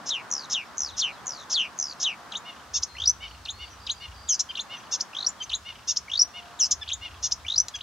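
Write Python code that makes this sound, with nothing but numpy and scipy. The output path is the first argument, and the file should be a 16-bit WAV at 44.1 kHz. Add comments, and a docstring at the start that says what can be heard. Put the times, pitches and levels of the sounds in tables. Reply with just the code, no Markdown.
"""In a reed bed, a warbler sings close to a two-port stereo microphone, a little to the left.
Rasps fall into whistles and trills; then come "wit" calls, nasal notes, chacks, rising series and slurs.
One syrinx makes every note and the throat picks which harmonic carries; the beak snaps once.
Stems scatter the song. Far off, other birds whistle and a thin tone hums; a light wind rustles and rumbles."""
import sys
import numpy as np
from scipy import signal
from scipy.fft import rfft, irfft
from scipy.io import wavfile

SR = 44100
rng = np.random.default_rng(int(sys.argv[2]) if len(sys.argv) > 2 else 0)


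def master_out(mix):
    """Clip the mix to full scale and print it as 16-bit PCM to the path in sys.argv[1]."""
    frames = np.transpose(np.atleast_2d(mix))
    ceiling = np.clip(frames, -1, 1)
    pcm = np.round(ceiling * 32767).astype(np.int16)
    wavfile.write(sys.argv[1], SR, pcm)


N = 344862
TOP_HZ = 15750
NASAL_S, PEEP_S = .072, .026  # note lengths

# throat responses with the beak wide open, nearly closed, and set for pure notes: f/Hz, level/dB
OPEN_BEAK = [(700, -63), (2000, -49), (2800, -21), (3600, -11), (4500, -10.5), (5500, 5.5), (6500, 6),
             (7200, -12), (8000, -29.5), (10000, -39), (15000, -71)]
CLOSED_BEAK = [(700, -41), (1500, -16), (2200, 5.5), (2950, 15.5), (3400, 9), (3850, 1), (5000, -2),
               (6000, -2), (7200, -43), (9000, -56)]
PURE_THROAT = [(2000, 29), (4000, 11), (6600, 3), (7400, -18.5), (8100, -13), (14000, -45)]
# whistles, each led in by a rasp: t/s, length/s, top/Hz, shelf/Hz, settling/s, whistle/dB, rasp/dB
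RASPED_WHISTLES = [(0.102, 0.12, 3990, 3245, 0.038, -25.5, -28.5),
                   (0.541, 0.1, 3800, 3120, .018, -23.5, -25), (1.01, 0.11, 4360, 3290, 0.015, -22.5, -25),
                   (1.54, 0.14, 4770, 3540, 0.021, -21.5, -24.5),
                   (2.041, 0.11, 3980, 3190, 0.022, -22.5, -24.5)]
# soft nasal notes: t/s, top f/Hz, level/dB
NASAL_NOTES = [(2.445, 729, -37.5), (3.201, 753, -33.5), (3.586, 728, -36.5), (3.999, 731, -37),
               (4.693, 727, -33.5), (5.647, 730, -34), (6.334, 728, -35.5), (7.008, 724, -33.5)]
# short peeps about an octave above them: t/s, f/Hz, level/dB
NASAL_PEEPS = [(4.488, 1574, -29.5), (5.401, 1560, -29), (6.812, 1740, -29.5), (7.737, 1660, -29.5)]
# chacks, each followed by a tick: t/s, top f/Hz, chack/dB, tick/dB
CHACK_CALLS = [(2.733, 923, -19.5, -15.5), (4.909, 923, -21.5, -16), (5.871, 942, -19, -14),
               (7.222, 733, -21.5, -14)]


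def undb(db):
    """Decibels to gain."""
    return 10 ** (np.asarray(db) / 20)


def colour(points, hz):
    """Gain of a spectrum (f/Hz, level/dB) at the given frequencies."""
    f, db = np.transpose(points)
    return undb(np.interp(np.log(np.maximum(hz, 1)), np.log(f), db))


def noise(points, size):
    """Coloured noise of rms 1."""
    x = irfft(rfft(rng.standard_normal(size)) * colour(points, np.fft.rfftfreq(size, 1 / SR)), size)
    return x / x.std()


def wide_noise(points, alike_hz=5000):
    """Diffuse sound at two close microphone ports: fairly unlike in the bass, most alike just above it, less so
    again toward the treble."""
    side = [(hz, db - (10 * np.log10(1 + (alike_hz / hz) ** 1.1) if hz > 350 else 3))
            for hz, db in points]
    hz = np.fft.rfftfreq(N, 1 / SR)
    share = np.linalg.norm(colour(side, hz)) / np.linalg.norm(colour(points, hz))
    return noise(points, N) + share * noise(side, N) * np.array([[1], [-1]])


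def wander(size, rate):
    """Random values drawn `rate` times a second and joined by lines."""
    at = np.arange(size) * rate / SR
    count = int(at[-1]) + 2
    return np.interp(at, np.arange(count), rng.standard_normal(count))


def ramp(length):
    """Progress 0-1 through a note of `length` seconds."""
    return np.linspace(0, 1, max(int(length * SR), 2))


def swell(u, loudest):
    """A rise and fall that peaks at the share `loudest` of the note."""
    return np.sin(np.pi * np.interp(u, [0, np.clip(loudest, .05, .95), 1], [0, .5, 1])).clip(0)


def bend(u, first, middle, last):
    """A smooth bend of pitch through three points over the progress 0-1."""
    return np.polyval(np.polyfit([0, .5, 1], [first, middle, last], 2), u)


def beats(length, spacing, first_share, settled):
    """Times of pulses that start hurried and reach their steady spacing after `settled` beats."""
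    gaps = spacing * np.interp(np.arange(int(2 * length / spacing)), [0, settled], [first_share, 1])
    t = np.append(0, np.cumsum(gaps))
    return t[t < length]


def add(out, start, x):
    """Mix a sound in at `start` seconds."""
    i = max(int(start * SR), 0)
    out[i:i + len(x)] += x[:max(len(out) - i, 0)]


def syrinx(hz, throat, rough, slope_db):
    """Vibrating labia: harmonics shaped by the throat; roughness unsettles period and strength."""
    hz = hz * (1 + .1 * rough * wander(len(hz), 900))
    k = np.arange(1, int(TOP_HZ / hz.min()) + 1)[:, None]
    weight = colour(throat, k * hz) * undb(slope_db * np.log2(k)) * (k * hz < TOP_HZ)
    lag = np.arctan((k * hz - 6000) / 700)  # the windpipe's resonance rings on after each pulse
    stack = np.sum(weight * np.sin(2 * np.pi * k * np.cumsum(hz) / SR - 2 * lag), 0)
    shimmer = 1 + np.clip(rough, 0, .6) * np.tanh(wander(len(hz), 870))
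    return stack / np.sqrt(np.sum(weight ** 2, 0)) * shimmer


def notes(table, throat, slope_db, sharpness):
    """Notes whose pitch bends through three points while the air pressure swells and falls."""
    out = np.zeros(N)
    for start, length, first, middle, last, db, loudest, rough in table:
        u = ramp(length)
        tone = syrinx(bend(u, first, middle, last), throat, rough, slope_db)
        add(out, start, undb(db) * swell(u, loudest) ** sharpness * tone)
    return out


def glides(curves, throat, slope_db, quaver_hz, depth, throb_db, calm):
    """Falling notes that start smooth and then quaver in pitch and strength."""
    out = np.zeros(N)
    for curve in curves:
        s, hz, db = np.transpose(curve)
        u = ramp(s[-1] - s[0])
        t = s[0] + u * (s[-1] - s[0])
        turn = 2 * np.pi * np.cumsum(quaver_hz * (1 + .11 * wander(len(u), 63.5))) / SR
        grown = np.clip((u - calm) / .59, .15, 1)
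        pitch = np.interp(t, s, hz) * (1 + depth * grown * np.sin(turn))
        flutter_db = throb_db * (.4 - np.sin(turn + 1)) + wander(len(u), 148)
        gain = undb(np.interp(t, s, db) + grown * flutter_db) * np.minimum(swell(u, .39) * 20, 1)
        add(out, s[0], gain * syrinx(pitch, throat, .27, slope_db))
    return out


def wind(rustle_trim_db=1, rumble_trim_db=-1, air_db=-54.5):
    """Gusts rustle the reeds around the microphone over still air; a low rumble comes and goes."""
    # spectra of the leaves, the rumble and still air: f/Hz, level/dB
    rustle_spectrum = [(110, -11), (200, -5), (450, -9.5), (750, -4), (1150, -0.5), (1750, -7.5),
                       (2400, -20), (5000, -26.5), (10000, -65)]
    rumble_spectrum = [(20, -39), (40, -21.5), (60, -4.5), (76, -2), (100, -10.5), (140, -21), (300, -57)]
    air_spectrum = [(100, 2.5), (400, -12.5), (1000, -2), (2000, -6.5), (3200, -6), (6000, -8.5),
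                    (8000, -15.5), (15500, -27)]
    # course of the rustle and of the rumble, before trim: t/s, level/dB
    gusts = [(0.0, -45), (0.35, -47), (0.95, -49), (1.39, -46.5), (1.8, -50), (2.41, -46.5), (2.71, -52.5),
             (3.87, -53), (4.36, -53), (4.93, -46.5), (5.97, -55.5), (6.52, -50), (6.86, -54.5), (7.8, -54)]
    rumble_swells = [(0.0, -69), (0.69, -74), (0.91, -48.5), (1.17, -69.5), (2.56, -68), (2.8, -47),
                     (2.89, -67), (2.98, -46.5), (4.06, -52.5), (4.08, -46), (4.97, -72), (5.49, -53),
                     (6.54, -62), (6.69, -52), (7.6, -49), (7.8, -55)]
    t = np.arange(N) / SR
    leaves = wide_noise([(40, -38), *rustle_spectrum])
    leaves *= undb(np.interp(t, *np.transpose(gusts)) + rustle_trim_db + wander(N, 13))
    rumble = noise(rumble_spectrum, N) + .084 * noise(rumble_spectrum, N) * np.array([[1], [-1]])
    rumble *= undb(np.interp(t, *np.transpose(rumble_swells)) + rumble_trim_db)
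    return leaves + rumble + undb(air_db) * wide_noise([(40, -20.5), *air_spectrum])


def hum(hz=702):
    """A thin tone in the distance swells and fades."""
    t = np.arange(N) / SR
    level_db = np.interp(t, [0, 2.5, 3, 6.1, 6.45, 6.8], [-62.5, -59, -73, -71.5, -50.5, -65])
    return undb(level_db + 2 * wander(N, 32)) * np.sin(2 * np.pi * hz * t)


def rasps(lead_s=.045, squeak_lead_s=.015):
    """Slow pulses speed up, then break into a rising squeak just before the whistle."""
    pulses = [(s - lead_s, .047, 520, 660, 1150, db, .7, .5) for s, *_, db in RASPED_WHISTLES]
    squeaks = [(s - squeak_lead_s, .016, 2350, 2900, 3800, db + 4, .5, .05)
               for s, *_, db in RASPED_WHISTLES]
    return notes(pulses + squeaks, OPEN_BEAK, slope_db=-3.5, sharpness=.89)


def whistles(sag_hz_per_s=7500, fade_s=.073, fade_db=-23):
    """Each whistle drops from its top to a shelf, sags steadily and fades at the end."""
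    curves = []
    for start, length, top, shelf, settle, db, _ in RASPED_WHISTLES:
        t = ramp(length) * length
        hz = shelf + (top - shelf) * np.exp(-(t / settle) ** 2) - sag_hz_per_s * t
        fade = np.maximum(1 - (length - t) / fade_s, 0)
        curves.append(np.transpose([start + t, hz, db + fade_db * fade]))
    return glides(curves, PURE_THROAT, slope_db=-5, quaver_hz=140.5, depth=.11, throb_db=4, calm=.24)


def trill_pips(spacing_s=.0141, lead_s=.01, lead_db=-19, scatter_db=1.5, fade_db=-3):
    """Rows (t/s, f/Hz, level/dB): after a soft lead-in, pips fall out of the throat's resonance."""
    # falling trills: first full pip t/s, length/s, start/Hz, middle/Hz, end/Hz, base level/dB
    falls = [(0.3148, .146, 6170, 5010, 3850, -18), (0.7825, .126, 6270, 5370, 3420, -17),
             (1.27, .17, 6530, 4560, 3600, -21), (1.79, 0.15, 6320, 5180, 4336, -19)]
    # loudness follows pitch: f/Hz, gain/dB
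    resonance = [(3600, -18.5), (4500, -13.5), (5200, -6.5), (5800, 1.5), (6600, -0.5)]
    rows = []
    for start, length, first, middle, last, db in falls:
        t = np.append(-lead_s, beats(length, spacing_s, first_share=.73, settled=1.3))
        hz = bend(t / length, first, middle, last)
        level = db + 20 * np.log10(colour(resonance, hz)) + fade_db * t / length
        level += lead_db * (t < 0) + scatter_db * rng.standard_normal(len(t))
        rows += zip(start + t, hz, level)
    return rows


def trills(pips, fall=.27):
    """Each pip is a quick downward flick; the low ones last longer."""
    out = np.zeros(N)
    for s, hz, db in pips:
        length = .0057 * (6000 / hz) ** 2
        u = ramp(length)
        pip = syrinx(hz * np.exp(-fall * (u - .45)), PURE_THROAT, rough=.19, slope_db=-10)
        add(out, s - .45 * length, undb(db) * swell(u, .46) ** 2 * pip)
    return out


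def overtone_flicks(table, length, trough_hz, flick_db, follow=.61):
    """Between pulses the pitch dips; its second harmonic flicks through the open throat's resonance."""
    out, u = np.zeros(N), ramp(length)
    for s, hz, db, *_ in table:
        trough = min(trough_hz, .5 * hz)
        pitch = (hz - (hz - trough) * (2 * u - 1) ** 2) * (1 + .03 * wander(len(u), 900))
        tone = colour(OPEN_BEAK, 2 * pitch) * np.sin(4 * np.pi * np.cumsum(pitch) / SR)
        gate = np.minimum(swell(u, .51) * 10, 1)
        add(out, s - length / 2, undb(flick_db + follow * db) * gate * tone)
    return out


def far_birds(trill_hz=55, depth=.017):
    """Thin whistles and trills from across the reed bed."""
    # distant whistles: t/s, length/s, start/Hz, middle/Hz, end/Hz, level/dB
    far_whistles = [(0.909, 0.051, 4240, 3840, 3340, -48), (1.123, 0.046, 3740, 4040, 2970, -54),
                    (2.874, 0.16, 4370, 4200, 4850, -51.5), (3.257, 0.1, 4350, 4500, 4170, -54),
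                    (3.504, 0.19, 4080, 4440, 4600, -51), (3.7, 0.043, 5930, 5920, 5760, -50),
                    (4.005, 0.042, 4680, 4400, 4100, -49), (4.763, 0.03, 6120, 5980, 5950, -47.5)]
    # distant trills: t/s, length/s, f/Hz, level/dB
    far_trills = [(3.802, 0.2, 4790, -50), (4.145, 0.26, 4740, -49.5)]
    out = notes([(*row, .5, .18) for row in far_whistles], PURE_THROAT, slope_db=-25, sharpness=.2)
    for start, length, hz, db in far_trills:
        turn = 2 * np.pi * trill_hz * length * ramp(length)
        tone = syrinx(hz * (1 + depth * np.sin(turn)), PURE_THROAT, rough=.23, slope_db=-32)
        add(out, start, undb(db) * np.abs(np.cos(turn / 2)) * tone)
    return out


def twitter(count=30, db=-57):
    """Scattered faint chirps from deeper in the reeds."""
    rows = []
    for when, span, high, curve in rng.random((count, 4)):
        hz = 3200 + 3000 * high
        pitches = hz, hz * (.9 + .15 * curve), hz * (.8 + .5 * curve)
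        rows.append((when * N / SR, .025 + .033 * span, *pitches, db, .5, .3))
    return notes(rows, PURE_THROAT, slope_db=-39, sharpness=.98)


def wits(leap_s=.021, scrape_lead_s=.013):
    """A falling chirp and a scrape turn into a rising sweep; the beak opens on its second harmonic."""
    # "wit" calls: sweep t/s, chirp lead/s, chirp/dB, scrape/dB, sweep/dB, squeak/dB
    calls = [(2.345, 0.027, -31, -36, -24.5, -33), (3.479, 0.028, -32, -42, -27, -32),
             (3.888, 0.023, -27, -38, -21.5, -27), (4.583, 0.018, -37, -27.5, -24.5, -32),
             (5.525, .031, -30, -28.5, -21.5, -25), (6.908, .025, -28, -27.5, -22.5, -24)]
    leads, sweeps, squeaks = [], [], []
    for s, lead, chirp_db, scrape_db, sweep_db, squeak_db in calls:
        leads.append((s - lead, .013, 5500, 3750, 2830, chirp_db, .58, .8))
        leads.append((s - scrape_lead_s, .016, 3300, 2950, 3100, scrape_db, .5, 1.1))
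        sweeps.append((s, .026, 2150, 3600, 3900, sweep_db, .6, .45))
        squeaks.append((s + leap_s, .021, 2950, 3420, 3630, squeak_db, .3, .3))
    return (notes(leads, PURE_THROAT, slope_db=2, sharpness=.87)
            + notes(sweeps, PURE_THROAT, slope_db=-4.5, sharpness=1.5)
            + notes(squeaks, OPEN_BEAK, slope_db=1, sharpness=1.5))


def nasal_notes():
    """Low, buzzy arches and short peeps, muffled by the nearly closed beak."""
    low = [(s, NASAL_S, .93 * hz, hz, .93 * hz, db, .7, .17) for s, hz, db in NASAL_NOTES]
    peeps = [(s, PEEP_S, 1.02 * hz, hz, .98 * hz, db, .7, .097) for s, hz, db in NASAL_PEEPS]
    return notes(low + peeps, CLOSED_BEAK, slope_db=-4.5, sharpness=.89)


def rough_tails(stretch=2.84, below_db=-9):
    """After each nasal note come a few soft, stuttering scrapes, coloured by the same nearly closed beak."""
    out = np.zeros(N)
    for table, length in (NASAL_NOTES, NASAL_S), (NASAL_PEEPS, PEEP_S):
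        for start, _, db in table:
            u = ramp(stretch * length)
            stutter_hz = rng.uniform(24.75, 37.5)
            stutter = np.sin(np.pi * stutter_hz * np.arange(len(u)) / SR) ** 4
            scrapes = (1 - u) ** 1.1 * stutter * noise(CLOSED_BEAK, len(u))
            add(out, start + .37 * length, undb(db + below_db) * scrapes)
    return out


def chacks(length=.06, rough=.2):
    """A low pulse train arches in pitch and rings the open throat."""
    arches = [(s, length, .82 * hz, hz, .68 * hz, db, .5, rough) for s, hz, db, _ in CHACK_CALLS]
    return notes(arches, OPEN_BEAK, slope_db=-5.5, sharpness=1.27)


def ticks(after_s=.096, creak_db=-15):
    """After each chack a short creak opens into a very fast upward sweep."""
    creaks, flicks = [], []
    for s, *_, db in CHACK_CALLS:
        creaks.append((s + after_s - .009, .025, 550, 800, 1400, db + creak_db, .5, .5))
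        flicks.append((s + after_s - .001, .014, 3300, 5600, 7900, db, .55, .1))
    return (notes(creaks, OPEN_BEAK, slope_db=-9, sharpness=1)
            + notes(flicks, PURE_THROAT, slope_db=-11, sharpness=3.2))


def series_arches(climb_s=.035, leap_s=.009, arch_s=.015):
    """Rows (t/s, f/Hz, level/dB, length/s): notes climb to a shelf, then leap to the top."""
    # rising series: t/s, length/s, spacing/s, start/Hz, shelf/Hz, top/Hz, leap after/s,
    # top note length/s, base level/dB
    climbs = [(2.9547, .153, .0189, 2050, 3700, 6030, .105, .022, -10.5),
              (5.1355, .165, .0204, 2700, 4150, 7400, .135, .018, -14),
              (6.0845, .145, .0205, 2260, 3900, 5820, .094, .025, -9),
              (7.4522, .161, .0199, 2330, 4100, 6020, .111, .014, -9)]
    # loudness follows pitch: f/Hz, gain/dB
    resonance = [(2200, -28.5), (3000, -22), (3600, -11), (4250, -14), (5000, -9.5), (5750, 0), (6100, -4),
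                 (7150, -13)]
    rows = []
    for start, length, spacing, first, shelf, top, leap_at, top_length, db in climbs:
        t = beats(length, spacing, first_share=.84, settled=4)
        leap = 1 / (1 + np.exp((leap_at - t) / leap_s))
        hz = shelf + (first - shelf) * np.exp(-t / climb_s) + (top - shelf) * leap
        level = db + 20 * np.log10(colour(resonance, hz))
        held = leap ** 5
        rows += zip(start + t, hz, level, (1 - held) * arch_s + held * top_length)
    return rows


def rising_series(arches, depth=.375, trim_db=.5):
    """Each note arches up and down, loudest at its top; the highest are flatter, fuller and cleaner."""
    out = np.zeros(N)
    for s, hz, db, length in arches:
        high = np.clip((hz - 5200) / 700, 0, 1)
        u = ramp(length)
        droop = np.abs(2 * u - 1) ** (2 + high)
        pressure = swell(u, .5) ** (2.3 - .6 * high)
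        pitch = hz * (1 + depth * (.04 - droop))
        tone = syrinx(pitch, PURE_THROAT, rough=.3 - .23 * high, slope_db=-20)
        add(out, s - length / 2, undb(db + trim_db) * pressure * tone)
    return out


def slurs():
    """Falling, quavering slurs with the beak wide open."""
    # one curve a slur, each point: t/s, f/Hz, level/dB
    curves = [
        [(4.272, 4000, -64.5), (4.293, 3230, -19), (4.32, 2984, -17.5), (4.348, 2670, -22), (4.366, 2560, -45)],
        [(6.59, 3750, -40.5), (6.606, 3080, -15), (6.628, 2740, -16.5), (6.652, 2710, -19.5),
         (6.672, 2620, -31)],
    ]
    return glides(curves, OPEN_BEAK, slope_db=-.5, quaver_hz=114.8, depth=.21, throb_db=-9, calm=.403)


def crackles():
    """Low, rough pulse trains crackle and whine through the wide-open beak."""
    # harsh notes: t/s, length/s, start/Hz, middle/Hz, end/Hz, level/dB, loudest at/0-1, roughness/0-1
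    harsh_notes = [(4.39, 0.03, 640, 1400, 520, -17, 0.42, 0.7),
                   (6.707, 0.034, 1600, 500, 2100, -15, 0.28, 0.2),
                   (5.411, 0.047, 1410, 1572, 1360, -34, 0.5, 0.2),
                   (7.744, 0.0235, 1900, 1590, 1540, -33, 0.9, 0.44)]
    return notes(harsh_notes, OPEN_BEAK, slope_db=2.5, sharpness=1.8)


def chirps(length=.0086):
    """Lone upward flicks of the syrinx."""
    # quick chirps: t/s, level/dB
    onsets = [(4.551, -27), (6.875, -32), (7.807, -30)]
    flicks = [(s, length, 2680, 3430, 4700, db, .5, .2) for s, db in onsets]
    return notes(flicks, PURE_THROAT, slope_db=-8, sharpness=.94)


def beak_snap(start_s=7.683, db=-17.5):
    """The mandibles click shut once."""
    spectrum = [(300, -2), (2000, -6), (4500, 10), (7000, 6), (10000, -13), (13000, -13), (15000, -31)]
    out, u = np.zeros(N), ramp(.037)
    envelope = np.exp(-22.35 * u) * np.minimum(u * 20, 1)
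    add(out, start_s, undb(db) * envelope * noise(spectrum, len(u)))
    return out


def reeds(x, near_db, far_db, near_t60=.062, far_t60=.2):
    """Nearby stems scatter the sound at once; the reed bed adds a tail, different at each port."""
    t = ramp(.6) * .6
    near, far = (np.exp(-np.log(1000) * t / t60) * (t > .002) for t60 in (near_t60, far_t60))
    near = near * (rng.standard_normal(len(t)) + .043 * rng.standard_normal((2, len(t))))
    far = far * rng.standard_normal((2, len(t)))
    echo = undb(near_db) * near / np.linalg.norm(near[0]) + undb(far_db) * far / np.linalg.norm(far[0])
    return x + signal.fftconvolve(x[None], echo, axes=1)[:, :N]


def off_axis(pair, lag_samples=.65, left_db=1.1):
    """The singer's sound reaches the left port a little later and louder."""
    left = irfft(rfft(pair[0]) * np.exp(-2j * np.pi * np.fft.rfftfreq(N) * lag_samples), N)
    return np.array([left * undb(left_db / 2), pair[1] * undb(-left_db / 2)])


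def scene():
    """The singer close to the microphone, other birds deep in the reeds, wind and a faint hum."""
    pips, arches = trill_pips(), series_arches()
    song = trills(pips) + rising_series(arches) + rasps() + chacks() + ticks() + wits() + chirps()
    song += nasal_notes() + rough_tails() + beak_snap()
    song += overtone_flicks(pips, length=.02, trough_hz=2740, flick_db=-27.5)
    song += overtone_flicks(arches, length=.016, trough_hz=2550, flick_db=-32)
    song += whistles() + slurs() + crackles()
    distant = reeds(far_birds() + twitter(), near_db=-14, far_db=-5)
    close = off_axis(reeds(song, near_db=-9, far_db=-20.5))
    return close + distant + wind() + hum()


def record(dry):
    """The recorder cuts the top treble steeply."""
    return signal.sosfilt(signal.ellip(10, .2, 70, TOP_HZ, fs=SR, output="sos"), dry)


dry = scene()
out = record(dry)
master_out(out)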